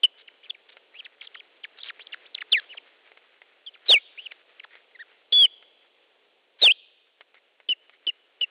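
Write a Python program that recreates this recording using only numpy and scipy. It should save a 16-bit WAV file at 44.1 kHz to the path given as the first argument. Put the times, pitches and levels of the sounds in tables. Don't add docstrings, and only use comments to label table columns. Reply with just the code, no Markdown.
import sys
import numpy as np
from scipy import signal
from scipy.fft import rfft, irfft
from scipy.io import wavfile
from scipy.ndimage import uniform_filter1d, map_coordinates

SR = 44100
rng = np.random.default_rng(int(sys.argv[2]) if len(sys.argv) > 2 else 0)


def digitize_waveform(pressure):
    field = np.atleast_2d(pressure).T
    bounded = np.clip(field, -1, 1)
    quanta = np.round(bounded * 32767).astype(np.int16)
    wavfile.write(sys.argv[1], SR, quanta)


N = 374850


def amp(db):
    return 10 ** (np.asarray(db) / 20)


def unit(x):
    return x / np.sqrt(np.mean(x ** 2) + 1e-20)


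def along(points, hz):
    f, v = np.transpose(points)
    return np.interp(np.log(hz + 1), np.log(f + 1), v)


def wobble(rate, n):
    knots = rng.standard_normal(int(n * rate / SR) + 4)
    return map_coordinates(knots, [np.arange(n) * rate / SR])


def eq(x, points):
    return irfft(rfft(x) * amp(along(points, np.fft.rfftfreq(N, 1 / SR))), N)


def noise(points):
    return unit(eq(rng.standard_normal(N), points))


def add(track, s, sound):
    start = max(round(s * SR), 0)
    track[start:start + len(sound)] += sound[:N - start]


def excerpt(source, s, n):
    return np.resize(source[int(s * SR):], n)


def swell(u):
    return np.abs(np.sin(np.pi * u)) ** .7


# f/Hz, level/dB
WIND_EQ = [(120, 2), (320, -1), (650, -6.5), (1000, -5), (1800, -14.5), (2600, -1), (4000, -5)]
# f/Hz, level/dB
TWIG_EQ = [(200, -18.5), (700, -12), (1300, 1), (2100, 3.5), (2900, -0.5), (4000, -6.5)]
# t/s, wind level/dB, rustle level/dB
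BED_FADERS = [(0, -58, -63), (2.701, -54, -54), (3.3, -59, -61.5), (4.8, -57.5, -60), (6.3, -59, -66.5),
              (7.099, -63.5, -68), (8.5, -60, -63)]


def wind_and_rustle():
    s, wind_db, rustle_db = np.transpose(BED_FADERS)
    t = np.arange(N) / SR
    wind = noise(WIND_EQ) * amp(np.interp(t, s, wind_db) + 0.7 * wobble(4.7, N))
    grain = amp(2.5 * wobble(450, N) + 2.8 * wobble(24, N))
    rustle = unit(noise(TWIG_EQ) * grain) * amp(np.interp(t, s, rustle_db))
    return wind + rustle


# f/Hz, T60/s
FOREST_DECAY = [(300, .8), (2500, 1.5), (4000, 1.2)]
# f/Hz, level/dB
FOREST_EQ = [(1000, -3), (2600, -3.5), (3400, 1.5), (3900, -2.5)]


def forest_reverb(x):
    hz, t, grains = signal.stft(rng.standard_normal(2 * SR), SR, nperseg=256)
    decay = amp(-60 * t / along(FOREST_DECAY, hz)[:, None])
    nearest_row = 1 + np.exp(-((t - .15) / 0.017) ** 2)
    colour = amp(along(FOREST_EQ, hz))[:, None]
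    tail = signal.istft(grains * decay * nearest_row * colour, SR, nperseg=256)[1]
    return signal.fftconvolve(x, tail / np.linalg.norm(tail))[:N]


def nest_echo(x, t60_s=0.076, predelay_s=.002):
    t = np.arange(SR // 12) / SR
    tail = rng.standard_normal(len(t)) * amp(-60 * t / t60_s) * (t > predelay_s)
    return signal.fftconvolve(x, tail / np.linalg.norm(tail))[:N]


# f/Hz, level/dB
SCRAPE_EQ = [(800, -24), (1800, -3), (2150, 1.5), (2600, -13)]
# t/s, length/s, level/dB
SCRAPE_CUES = [(4.703, 0.088, -49), (7.338, 0.058, -52), (7.921, 0.037, -53.5)]


def stick_scrapes():
    out, wood = np.zeros(N), noise(SCRAPE_EQ)
    for s, length, db in SCRAPE_CUES:
        u = np.linspace(0, 1, int(length * SR))
        jerks_db = 3.5 * wobble(170, len(u))
        add(out, s, amp(db + jerks_db) * swell(u) * excerpt(wood, s, len(u)))
    return out


# t/s, click level/dB
SNAP_CUES = [(0.7698, -34), (1.9961, -32), (3.1185, -35.5), (3.1741, -36.5), (3.4184, -35), (4.7543, -35),
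             (5.6265, -39.5), (7.2094, -31), (7.3448, -40), (7.602, -38.5), (7.896, -37)]


def twig_snaps(click_s=0.00016, ring_t60_s=.04, splinter_t60_s=0.044):
    out, wood = np.zeros(N), noise(TWIG_EQ)
    t = np.arange(SR // 10) / SR - 2 * click_s
    after = np.maximum(t, 0)
    click = 2 * t / click_s * np.exp(.5 - 2 * (t / click_s) ** 2)
    for s, db in SNAP_CUES:
        ring_hz = 2150 * np.exp(.04 * rng.standard_normal())
        ring = np.sin(2 * np.pi * ring_hz * after) * amp(-13.5 - 60 * after / ring_t60_s)
        splinters = excerpt(wood, s, len(t)) * amp(-9.5 - 60 * after / splinter_t60_s) * (t > 0)
        add(out, s + t[0], amp(db) * (click + splinters + ring))
    return out


def syrinx(hz, rough, overtone_db, flutter_hz):
    n = len(hz)
    phase = 2 * np.pi * np.cumsum(hz + flutter_hz * rough * wobble(1100, n)) / SR
    strength = (1 + rough * wobble(700, n)) / np.sqrt(1 + rough ** 2)
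    return strength * (np.sin(phase) + amp(overtone_db) * np.sin(2 * phase))


# f/Hz, level/dB
RATTLE_EQ = [(500, -24.5), (1700, -3.5), (2400, -3), (3300, 1.5)]


def rough_noise(pulse_hz=526, jitter=0.23, sharpness=0.37):
    pulses = np.cumsum(pulse_hz * np.exp(jitter * wobble(pulse_hz / 2, N))) / SR
    return unit(noise(RATTLE_EQ) * np.exp(sharpness * np.cos(2 * np.pi * pulses)))


# t/s, length/s, level/dB
BURST_CUES = [(0.174, 0.056, -42), (.686, .02, -37), (0.719, 0.021, -40.5), (1.213, 0.055, -37.5),
              (1.772, 0.029, -36.5), (1.833, 0.06, -30.5), (2.594, 0.0074, -25.5), (3.853, 0.065, -32.5),
              (4.318, 0.0053, -28.5), (4.643, 0.0071, -41), (6.587, 0.039, -35.5)]


def noise_bursts(rattle):
    out = np.zeros(N)
    for s, length, db in BURST_CUES:
        u = np.linspace(0, 1, int(length * SR))
        flicker_db = 2.8 * wobble(400, len(u))
        add(out, s, amp(db + flicker_db) * swell(u) * excerpt(rattle, s, len(u)))
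    return out


# t/s, length/s, start f/Hz, crest f/Hz, crest time/length, level/dB, roughness/0-1
PEEP_CUES = [ (0.43, 0.041, 2010, 3090, 0.48, -40.5, .45), (0.939, 0.045, 2010, 3100, 1.6, -40.5, 0.23),
             (1.359, 0.033, 2530, 3440, 1.3, -44.5, 0.42), (1.8, 0.025, 3100, 4200, 2.4, -38.5, 0.4),
             (1.989, 0.043, 1400, 4380, 1.64, -38, 0.5), (2.252, .02, 1584, 4250, 1.64, -43.5, 0.32),
             (2.688, 0.068, 2450, 2996, 0.31, -39, 0.2), (4.174, 0.036, 2050, 2990, 0.96, -33.5, 0.17),
             (4.201, 0.057, 2900, 3300, 1.3, -43.5, 0.45), (4.989, 0.044, 1402, 1903, 0.48, -35.5, 0.04), ]


def peeps(rattle):
    out = np.zeros(N)
    for s, length, start_hz, crest_hz, crest_at, db, rough in PEEP_CUES:
        u = np.linspace(0, 1, int(length * SR))
        pitch = crest_hz - (crest_hz - start_hz) * (u / crest_at - 1) ** 2
        tone = (1 - rough ** 2) * syrinx(pitch, rough, overtone_db=-13.5, flutter_hz=450)
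        air = 0.8 * rough * excerpt(rattle, s, len(u))
        add(out, s, amp(db) * swell(u) * (tone + air))
    return out


# t/s, length/s, start f/Hz, end f/Hz, level/dB, hang (1 slides, more holds and dives)
CHIP_CUES = [ (.274, 0.017, 3240, 1440, -37.5, 1.8), (.494, .016, 3610, 2620, -22.5, 4),
             (0.545, 0.012, 2860, 1870, -41, 1), (.978, 0.033, 3240, 2200, -32.5, 4.3),
             (1.044, 0.026, 3660, 1390, -35, 1.7), (1.21, .011, 3410, 1940, -28.5, 1.5),
             (1.27, 0.0072, 3840, 2900, -33, 1.3), (1.342, 0.018, 3300, 1210, -34, 1.14),
             (1.393, 0.016, 3400, 2160, -35, 2.1), (1.634, 0.023, 3466, 1370, -27.5, 1.29),
             (1.831, 0.0058, 4164, 3000, -22, 1.7), (1.88, .03, 3410, 1200, -27, 1.5),
             (2.069, 0.0038, 3795, 2860, -29, 1.3), (2.122, 0.027, 3530, 1237, -28.5, 1.29),
             (2.344, 0.0098, 4170, 2890, -20, 2.4), (2.378, .011, 3070, 1870, -28.5, 1.64),
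             (2.406, .022, 3030, 1274, -27.5, 1.15), (2.77, .017, 3220, 2000, -30.5, 2.8),
             (3.662, 0.034, 3600, 2950, -33, 0.67), (3.733, 0.033, 3630, 1090, -45, 1.46),
             (4.253, .02, 3095, 2400, -28.5, 3.3), (4.306, 0.022, 2655, 1754, -35.5, 1.4),
             (4.596, 0.0091, 3025, 2000, -31.5, 1.47), (4.632, .022, 2567, 902, -38.5, 1.09),
             (4.947, 0.019, 2114, 1813, -41.5, 1.43), ]


def chips(rattle, break_at=0.41, break_s=0.0014):
    out = np.zeros(N)
    for s, length, start_hz, end_hz, db, hang in CHIP_CUES:
        u = np.linspace(0, 1, int(length * SR))
        fall = u ** hang
        glide = fall - 0.039 * np.sin(2 * np.pi * fall)
        pitch = start_hz + (end_hz - start_hz) * glide
        depth = min(np.log2(start_hz / end_hz), 1)
        rough = depth * np.interp(u, [0, 1], [.68, .35])
        voice_break = depth * np.exp(-((u - break_at ** (1 / hang)) * length / break_s) ** 2)
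        tone = (1 - .5 * voice_break) * syrinx(pitch, rough, overtone_db=-11, flutter_hz=295)
        air = (.7 * rough + 0.26 * voice_break) * excerpt(rattle, s, len(u))
        add(out, s, amp(db) * swell(u ** (hang ** .62)) * (tone + air))
    return out


def loud_call(s, pitch, puff_db, hiss, puff, crack_s=.011):
    n = len(pitch)
    crack = np.exp(-(np.arange(n) / SR / crack_s) ** 2)
    tone = syrinx(pitch, rough=0.018 + .36 * crack, overtone_db=-15, flutter_hz=325)
    puff_gain = amp(puff_db) * crack
    hiss_gain = amp(-24) + amp(8) * puff_gain
    return tone + hiss_gain * excerpt(hiss, s, n) + puff_gain * excerpt(puff, s, n)


# t/s, length/s, f/Hz, start level/dB, catch depth/0-1, undertone level/dB re the yelp
YELP_CUES = [(0.0326, 0.028, 3415, -10, .05, -37), (5.322, 0.14, 3442, -13, .3, -23),
             (7.687, 0.048, 3236, -18.5, 0, -29.5), (8.067, 0.037, 3278, -18.5, 1, -27.5),
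             (8.409, 0.04, 3205, -18.5, .6, -25.5)]


def yelps(hiss, puff, attack_s=0.0041, release_s=0.0084, push_db_per_s=34):
    sag_share, under_s, overhang_s = .175, 0.019, 0.007
    out, u = np.zeros(N), np.linspace(0, 1, int(under_s * SR))
    for s, length, hz, db, catch_depth, under_db in YELP_CUES:
        t = np.arange(0, length, 1 / SR)
        sag = sag_share * np.exp((t - length) / .028)
        squeak_hz = 1108 * np.exp(-t / .0018)
        scoop_hz = 330 * np.exp(-t / 0.0056)
        pitch = hz * (1 - sag) + squeak_hz - scoop_hz
        fades = np.minimum(t / attack_s, 1) * np.minimum((length - t) / release_s, 1)
        catch = catch_depth * np.exp(-((t - 0.017) / 0.0023) ** 2)
        level = amp(db + push_db_per_s * t) * fades * (1 - catch)
        add(out, s, level * loud_call(s, pitch, puff_db=-25, hiss=hiss, puff=puff))
        under_hz = hz * np.interp(u, [0, 1], [1 - sag_share, .58])
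        undertone = swell(u) * syrinx(under_hz, rough=0.29, overtone_db=-23.5, flutter_hz=300)
        under_gain = amp(db + push_db_per_s * length + under_db)
        add(out, s + length + overhang_s - under_s, under_gain * undertone)
    return out


# (t/s, f/Hz, level/dB)
SCREAM_CUES = [ (-43, [(2.518, 4028, -36), (2.5205, 3940, -20), (2.522, 3810, -12), (2.533, 3167, -7.5),
               (2.539, 2884, -17), (2.552, 2335, -12.5), (2.562, 2116, -20), (2.582, 1787, -20.5),
               (2.6, 1564, -36.5)]), (-23, [(3.883, 3905, -25), (3.897, 3837, -6.5), (3.912, 3635, -4),
               (3.926, 3337, -7.5), (3.944, 2793, -6.5), (3.955, 2466, -13.5), (3.964, 2285, -12.5),
               (3.976, 2182, -17.5), (3.987, 2496, -32)]), (-18, [(6.615, 3985, -29), (6.622, 3940, -8.5),
               (6.634, 3742, -5.5), (6.654, 3486, -7.5), (6.68, 2720, -7.5), (6.691, 2408, -12.5),
               (6.702, 2596, -11), (6.72, 3244, -11.5), (6.725, 3300, -40)]), ]


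def screams(hiss, puff):
    out = np.zeros(N)
    for puff_db, breakpoints in SCREAM_CUES:
        s, hz, db = np.transpose(breakpoints)
        t = np.arange(s[0], s[-1], 1 / SR)
        pitch = uniform_filter1d(np.interp(t, s, hz), size=200, mode="nearest")
        level = amp(np.interp(t, s, db)) * signal.windows.tukey(len(t), .03)
        add(out, s[0], level * loud_call(s[0], pitch, puff_db, hiss, puff))
    return out


# f/Hz, level/dB
CALL_HISS_EQ = [(150, -1.5), (400, 0), (900, -8), (2500, 2.5)]


def calls_and_bursts():
    hiss = noise(CALL_HISS_EQ)
    puff = noise([(330, -2.5), (900, -31)])
    rattle = rough_noise()
    return screams(hiss, puff) + yelps(hiss, puff) + chips(rattle) + peeps(rattle) + noise_bursts(rattle)


def scene():
    near = calls_and_bursts() + twig_snaps() + stick_scrapes()
    echoes = amp(-27) * nest_echo(near) + amp(-39.5) * forest_reverb(near)
    return (near + echoes + wind_and_rustle())[None]


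# f/Hz, level/dB
FIZZ_EQ = [(6500, 4.5), (10000, -5.5)]


def overload_fizz(x, release_s=0.021):
    shrill = eq(x, [(3480, -42), (3650, -3.5), (4250, -2.5), (4480, -42)])
    pole = np.exp(-1 / (release_s * SR))
    envelope = signal.lfilter([1 - pole], [1, -pole], np.abs(shrill))
    return np.abs(envelope) ** 1.7 * eq(rng.standard_normal(N), FIZZ_EQ)


# f/Hz, level/dB
CAMERA_EQ = [(30, -47), (150, -29), (280, -8), (450, 6.5), (680, 4.5), (1000, -3.5), (2900, -1.5),
             (3400, -1.5), (4000, -7), (4350, -16), (4600, -22.5), (5000, -39.5), (5700, -72),
             (12000, -100), (14400, -100), (15000, -63.5)]
# f/Hz, level/dB
OVERLOAD_EQ = [(60, -16), (300, 0.5), (10000, 1), (11300, -37.5)]


def record(dry, rate_hz=8000, ceiling=0.4, top_hz=15500):
    count = round(N * rate_hz / SR)
    lowpassed = eq(dry[0], [(3900, 1), (4900, -46.5)])
    sampled = map_coordinates(lowpassed, [np.arange(count) * N / count])
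    clipped = np.clip(sampled, -.38, .5)
    hz = np.fft.rfftfreq(N, 1 / SR)
    images = np.fft.fft(clipped)[np.arange(len(hz)) % count] * N / count
    camera = irfft(images * amp(along(CAMERA_EQ, hz)), N)
    distortion = np.clip(camera, -ceiling, ceiling) - camera - .6 * camera ** 3
    overload = eq(overload_fizz(camera) + distortion, OVERLOAD_EQ)
    hiss = amp(-91.5) * noise([(5000, -2.5), (9000, -1.5), (10900, -10.5)])
    return irfft(rfft(camera + overload + hiss) * (hz < top_hz), N)[None]


dry = scene()
out = record(dry)
digitize_waveform(out)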